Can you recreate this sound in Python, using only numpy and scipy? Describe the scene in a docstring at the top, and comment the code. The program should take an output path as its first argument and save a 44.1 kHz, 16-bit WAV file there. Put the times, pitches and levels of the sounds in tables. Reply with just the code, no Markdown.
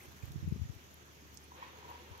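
"""A quiet pond edge heard through two microphone ports, 2.2 s long.
Shaped noise gives a faint hiss of water and leaves throughout, over a low hum made of one wavering sine.
Filtered ticks make tiny drops from start to end; rising sines make bubbles, all in the first 0.7 s.
Short pressure pulses, densest from 0.2 to 0.8 s, make a gust that thumps now one port, now the other.
From 1.5 s a hollow metal rattle, a sum of decaying modes, sounds far off and echoes."""
import sys
import numpy as np
from scipy import signal
from scipy.fft import rfft, irfft
from scipy.io import wavfile
from scipy.ndimage import uniform_filter1d

SR = 44100
rng = np.random.default_rng(int(sys.argv[2]) if len(sys.argv) > 2 else 0)


def wrap_up_sound(samples):
    """Save the sound to the file named by the first command line argument, as 16-bit audio."""
    columns = np.atleast_2d(samples).T
    # keep every value between -1 and 1, then stretch to whole-number steps
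    tamed = np.clip(columns, -1, 1)
    steps = np.round(tamed * 32767).astype(np.int16)
    wavfile.write(sys.argv[1], SR, steps)


N = 97020  # samples

# gust thumps, levels of the main pulse: centre_s, level_db, pitch_hz, port (0 left, 1 right)
THUMPS = [(0.082, -43.2, 112, 1), (0.236, -31, 99, 1), (0.279, -38, 93, 1), (0.307, -37.5, 132, 1),
          (0.32, -39.5, 109, 0), (0.36, -27.5, 129, 1), (0.381, -46, 95, 0), (0.38, -35, 112, 1),
          (0.404, -42, 109, 0), (0.429, -29.5, 120, 1), (0.441, -39, 104, 0), (0.444, -31.5, 145, 1),
          (0.463, -29, 97, 0), (0.477, -24, 134, 0), (0.487, -30, 111, 1), (0.512, -37.5, 152, 1),
          (0.524, -20.5, 143, 0), (0.562, -30.5, 174, 0), (0.581, -43, 132, 1), (0.596, -33.5, 107, 0),
          (0.617, -24, 90.4, 0), (0.639, -36.5, 114, 0), (0.652, -39.5, 123, 0), (0.657, -35.5, 106, 1),
          (0.698, -29.5, 107, 0), (0.762, -42, 87, 0), (2.113, -40, 92, 0)]
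# rumble under the thumps, before its random lumps: time_s, level_db
RUMBLE_LEVEL = [(.2, -66), (.28, -54), (.48, -50), (.7, -57), (.85, -72)]
# modes of the far metal, before each blow bends and shortens them: pitch_hz, level_db, t60_s
METAL_MODES = [(348, -5.5, 0.11), (423.5, -11, 0.14), (526, 1.5, 0.077), (767, -4, 0.096),
               (875, -2.5, 0.095), (960, 6, 0.071), (1081, 5.5, 0.063), (1660, -15, 0.056), (1875, 9, 0.05),
               (2263, -6, 0.085), (2516, -4.5, 0.098), (3210, 2, 0.061)]
# blows on the metal: start_s, level_db, centre_hz (part that rings most), spread_octaves
BLOWS = [(1.511, -47, 950, 0.35), (1.545, -52, 970, 0.27), (1.573, -51, 970, .25),
         (1.585, -45.5, 530, 0.14), (1.589, -49, 990, 0.24), (1.611, -49.5, 950, 0.25),
         (1.619, -38.5, 1010, .3), (1.625, -44.5, 2200, 0.71), (1.66, -58, 970, 0.13),
         (1.818, -51.5, 970, 0.28), (1.838, -49, 980, 0.3), (1.886, -43.5, 1030, 0.52),
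         (1.905, -43.5, 970, 0.3), (1.948, -47, 940, 0.24), (2.014, -40.5, 347, 0.23),
         (2.064, -48, 380, 0.41), (2.12, -49, 950, 0.21), (2.142, -48.5, 990, 0.28)]
# loose rattle of the metal: time_s, level_db
RATTLE_LEVEL = [(1.53, -74), (1.575, -58.5), (1.64, -57), (1.78, -61.5), (1.92, -58), (2.05, -63),
                (2.2, -61)]
# drops: start_s, peak_db (mean of the ports), centre_hz, width_hz, left_minus_right_db
DROPS = [(0.03, -51, 11000, 8000, 6), (0.036, -51.5, 9100, 1960, 5), (.1845, -59, 10900, 4000, 13),
         (.255, -49.5, 12000, 7000, 12), (0.3187, -48, 5000, 3000, 2), (0.32, -49.5, 12000, 6000, 13),
         (0.4885, -55, 11600, 3030, 11), (0.7512, -56, 12200, 3000, 14.5), (.9418, -51, 11760, 2380, 18),
         (1.271, -57, 14100, 3000, 8), (1.345, -50, 14800, 2910, 12), (1.3723, -40.5, 6200, 3200, -10),
         (1.373, -52.5, 11400, 5000, 16), (1.373, -55, 10000, 4000, 14), (1.441, -53, 10100, 2000, 7),
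         (1.9026, -50.5, 13400, 4000, 14), (1.9883, -53, 12200, 4000, 5), (2.178, -56.5, 12000, 2530, 25)]
# bubbles: start_s, peak_db, start_hz, rise_hz_per_ms, time_to_peak_s
BUBBLES = [(.003, -54, 1836, 73, 0.0037), (0.0255, -60.5, 1965, 110, .003), (0.049, -62, 2400, 17, 0.0033),
           (0.067, -66, 2520, 32, 0.0029), (0.107, -60.5, 1330, 53, 0.0023),
           (0.2243, -53.5, 2330, 26, 0.0025), (0.236, -70, 2170, 3.6, 0.0045),
           (0.647, -60.5, 1830, 5.5, 0.0031)]
# mean background spectrum at each port, before the microphone filters: frequency_hz, density_db_per_hz
LEFT_AIR_SPECTRUM = [(48, -102), (100, -82), (200, -89.5), (400, -90.5), (520, -96.5), (1200, -95),
                     (3400, -101), (3800, -104), (6750, -108), (7000, -113), (9200, -113), (11450, -107),
                     (11700, -99), (13000, -105), (15500, -112)]
RIGHT_AIR_SPECTRUM = [(48, -102), (100, -87.5), (200, -89.5), (400, -88), (520, -97.5), (1200, -97),
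                      (3500, -98.5), (3800, -100), (4900, -102), (5800, -98.5), (6800, -96), (7050, -104),
                      (9200, -115), (11450, -118), (11700, -114), (15500, -115)]
# likeness of the background at the two ports: frequency_hz, correlation (0 to 1)
PORT_LIKENESS = [(60, 0.1), (200, 0.9), (400, 0.65), (1500, 0.42), (3000, 0.12), (8000, 0.023)]
# ducks stirring the water lift the hiss: time_s, relative_lift_db
STIR_LIFT = [(0, 4.5), (.05, 3.5), (.14, 1.5), (.21, 0), (.25, 3.5), (.3, -0.5), (.8, -1.15), (1.3, -1.6),
             (1.34, 1), (1.41, -1.1), (1.7, -2), (2.2, -1.5)]
# how far each frequency follows that lift: frequency_hz, share (1 = all of it)
STIR_SHARE = [(200, .2), (900, .95), (2500, .35), (6000, .55), (12000, 1.2)]

LEFT_LAG = 15  # samples
THUMP_CYCLES, THUMP_EDGE_DB = 0.66, -15  # half-width of the pulse; level of its sharper edge
ROLL_HZ, ROLL_S, ROLL_DB = 79, 0.017, -10.5  # low roll that each thump leaves behind
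BLOW_RISE_S, BLOW_ROUGH_DB = 0.013, 2.4
LOOSE_PITCH = 0.018  # largest share by which a blow bends the modes
RATTLE_PER_S, RATTLE_RING, CLACK_DB = 700, 0.21, 0.5  # knocks; share of the mode t60; hiss over rattle
METAL_PAN_DB, LEFT_DULL_HZ = 1, 4300
ECHO_T60, ECHO_DB = 0.4, -8.5  # seconds, dB
DROP_S, DROP_TAIL_S, DROP_TAIL_DB = 0.0004, 0.0048, -14.5  # decay times of snap and fizz; fizz level
HUM_HZ, HUM_DB, HUM_WAVER_DB, HUM_WAVER_HZ = 74.95, -62.5, 2, 1  # centres and rms wavers, before the bass cut
BASS_CUT_HZ, EDGE_HZ = 62, 15800


def amp(db):
    """Decibel definition: 20 dB is a tenfold amplitude."""
    return 10 ** (np.asarray(db) / 20)


def evened(x):
    """Normalisation to unit rms."""
    return x / np.sqrt(np.mean(x ** 2) + 1e-20)


def read(points, hz):
    """Interpolation of a spectrum on a logarithmic frequency axis."""
    f, value = np.transpose(points)
    return np.interp(np.log(hz + 1), np.log(f + 1), value)


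def curve(points, t):
    """Linear interpolation in time."""
    return np.interp(t, *np.transpose(points))


def band(x, lo_hz, hi_hz):
    """Band-pass filtering by a Butterworth response."""
    sos = signal.butter(2, [lo_hz, min(hi_hz, 0.45 * SR)], "band", fs=SR, output="sos")
    return signal.sosfilt(sos, x)


def slow(hz):
    """Superposition of slow sines with random phases: a drift of rms 1."""
    t = np.arange(N) / SR
    rates = np.geomspace(hz / 10, hz, 20)
    return evened(sum(np.sin(2 * np.pi * (f * t + rng.random())) / np.sqrt(f) for f in rates))


def add(mix, s, sound):
    """Linear superposition: mixes a sound in at a given second."""
    at = max(round(s * SR), 0)
    part = mix[..., at:at + sound.shape[-1]]
    part += sound[..., :part.shape[-1]]


def ports(x, pan_db):
    """Interaural-style delay and level: the sound reaches the left port a little late."""
    late = np.r_[np.zeros(LEFT_LAG), x][:len(x)]
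    return np.array([late * amp(pan_db / 2), x * amp(-pan_db / 2)])


def gust():
    """Turbulent pressure: each eddy pushes one port briefly, over a rumble unrelated between the ports."""
    out = np.zeros((2, N))
    t = np.arange(-1300, 3000) / SR
    for (s, db, hz, port), start in zip(THUMPS, rng.random(len(THUMPS))):
        cycles = t * hz
        push = np.exp(-(cycles / THUMP_CYCLES) ** 2) * np.cos(2 * np.pi * (cycles + start))
        edge = np.exp(-(cycles / 0.38) ** 2) * np.cos(2 * np.pi * (2.22 * cycles + start))
        roll = np.clip(cycles, 0, 1) * np.exp(-abs(t) / ROLL_S) * np.cos(2 * np.pi * (ROLL_HZ * t + start))
        thump = push + amp(THUMP_EDGE_DB) * edge + amp(ROLL_DB) * roll
        add(out[int(port > 0.5)], s - 1300 / SR, amp(db) * thump)
    drift = 0.72 * np.array([slow(29.3), slow(31.06)])  # dB
    lumps = amp(curve(RUMBLE_LEVEL, np.arange(N) / SR) + drift)
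    return out + lumps * evened(band(rng.standard_normal((2, N)), 39.0, 148))


def ring(centre_hz, octaves, ring_share, turns, bends):
    """Modal synthesis: decaying sines, favoured near the frequency of the struck part."""
    t = np.arange(8000) / SR
    out = np.zeros(len(t))
    for (hz, db, t60), turn, bend in zip(METAL_MODES, turns, bends):
        off_centre_db = 7.0 * (np.log2(hz / centre_hz) / octaves) ** 2
        decay_db = 60 * t / (t60 * ring_share)
        out += amp(db - off_centre_db - decay_db) * np.sin(2 * np.pi * (hz * bend * t + turn))
    return out * np.minimum(t / BLOW_RISE_S, 1)


def echo(x):
    """Scattered reflection: sparse decaying taps thrown back by the trees, other ones at each port."""
    t = np.arange(SR // 2) / SR
    signs = rng.choice([-1., 1.], (2, len(t)))
    sparse = rng.random((2, len(t))) < 0.05
    tail = signs * sparse * amp(-60 * t / ECHO_T60) * (t > 0.015)
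    tail = tail / np.linalg.norm(tail[0])
    return amp(ECHO_DB) * signal.fftconvolve(x[None], tail, axes=1)[:, :N]


def metal():
    """Impact excitation of modes: blows and a dense loose rattle, both echoed, plus scattered hiss."""
    blows = np.zeros(N)
    chances = rng.uniform(-0.98, 1, (len(BLOWS), len(METAL_MODES)))
    for (s, db, hz, octaves), chance in zip(BLOWS, chances):
        add(blows, s, amp(db) * ring(hz, octaves, 0.93, 0.17 * chance, 1 + LOOSE_PITCH * chance))
    blows = blows * amp(BLOW_ROUGH_DB * evened(band(rng.standard_normal(N), 23, 105)))

    # four streams of random knocks, each with its own mode phases
    knocks = rng.standard_normal((4, N)) * (rng.random((4, N)) < RATTLE_PER_S / SR / 4)
    loose = np.zeros(N)
    unbent = np.ones(len(METAL_MODES))
    for row in knocks:
        response = ring(520, 1.35, RATTLE_RING, rng.random(len(METAL_MODES)), unbent)
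        loose += signal.oaconvolve(row, response)[:N]
    level = amp(curve(RATTLE_LEVEL, np.arange(N) / SR))
    x = blows + level * evened(loose)

    hiss = band(band(rng.standard_normal((2, N)), 700, 3950), 770, 4330)
    clack = level * amp(CLACK_DB) * evened(hiss)
    left, right = ports(x, METAL_PAN_DB) + echo(x) + clack
    dull = signal.butter(2, LEFT_DULL_HZ, fs=SR, output="sos")
    return np.array([signal.sosfiltfilt(dull, left), right])


def drop(db, hz, width_hz, pan_db, noise):
    """Transient excitation of a band: a tick of filtered noise with a short fizz after it."""
    t = np.arange(len(noise)) / SR
    snap = np.sign(noise) * np.exp(-t / DROP_S)
    fizz = noise * amp(DROP_TAIL_DB) * np.exp(-t / DROP_TAIL_S)
    lo_hz, hi_hz = hz - width_hz / 2, hz + width_hz / 2
    x = band(band(snap + fizz, lo_hz, hi_hz), lo_hz, hi_hz)
    return ports(amp(db) * x / abs(x).max(), pan_db)


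def bubbles():
    """Bubble oscillation: short sines whose pitch rises as they swell and die away."""
    t, pops = np.arange(1500) / SR, np.zeros(N)
    for s, db, hz, rise, length in BUBBLES:
        u = t / length
        turns = np.cumsum(hz + rise * 1000 * t) / SR
        add(pops, s, amp(db) * u * np.exp(1 - u) * np.sin(2 * np.pi * turns))
    return pops


def water():
    """Superposition of small drops and a few rising bubbles; only the bubbles echo."""
    out = np.zeros((2, N))
    for (s, *row), noise in zip(DROPS, rng.standard_normal((len(DROPS), 900))):
        add(out, s, drop(*row, noise))
    pops = bubbles()
    return out + pops + echo(pops)


def hum():
    """Phase integration of a wavering frequency: one low tone, slightly uneven in pitch and level."""
    turns = np.cumsum(HUM_HZ + HUM_WAVER_HZ * slow(6.5)) / SR
    level = np.sqrt(2) * amp(HUM_DB + HUM_WAVER_DB * slow(7.8))
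    return ports(level * np.sin(2 * np.pi * turns), 0.48)


def air():
    """Partly coherent noise: random short-time spectra with drifting patches and a shared flicker."""
    frames, hz = N // 128 + 5, np.fft.rfftfreq(512, 1 / SR)
    a, b, c, d, patches = rng.standard_normal((frames, 257, 5)).T
    patches = evened(uniform_filter1d(uniform_filter1d(patches, 8, 0), 20, 1))
    flicker = evened(uniform_filter1d(rng.standard_normal(frames), 5))

    # the left port shares part of the right port's noise, delayed
    same = np.clip(read(PORT_LIKENESS, hz), -1, 1)[:, None]
    late = np.exp(-2j * np.pi * hz * LEFT_LAG / SR)[:, None]
    right = a + 1j * b
    left = late * same * right + np.sqrt(1 - same ** 2) * (c + 1j * d)

    stir = curve(STIR_LIFT, np.arange(frames) * 128 / SR) + 1.1 * flicker
    lift_db = read(STIR_SHARE, hz)[:, None] * stir + 1.2 * patches
    white = signal.istft(np.array([left, right]) * amp(lift_db), nperseg=512, noverlap=384)[1][:, :N]
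    fine_hz = np.fft.rfftfreq(N, 1 / SR)
    colour = amp([read(LEFT_AIR_SPECTRUM, fine_hz), read(RIGHT_AIR_SPECTRUM, fine_hz)])
    return irfft(rfft(evened(white)) * colour, N) * np.sqrt(SR / 2)  # density per Hz to amplitude


def scene():
    """Linear superposition of all sources at the two ports."""
    return gust() + metal() + water() + hum() + air()


def record(dry):
    """Linear filtering: the microphone's bass cut, then the band limit."""
    high_pass = signal.butter(4, BASS_CUT_HZ, "high", fs=SR, output="sos")
    cut = signal.sosfilt(high_pass, dry)
    low_pass = signal.firwin(511, EDGE_HZ, window=("kaiser", 9), fs=SR)
    return signal.oaconvolve(cut, low_pass[None], "same")


dry = scene()
out = record(dry)
wrap_up_sound(out)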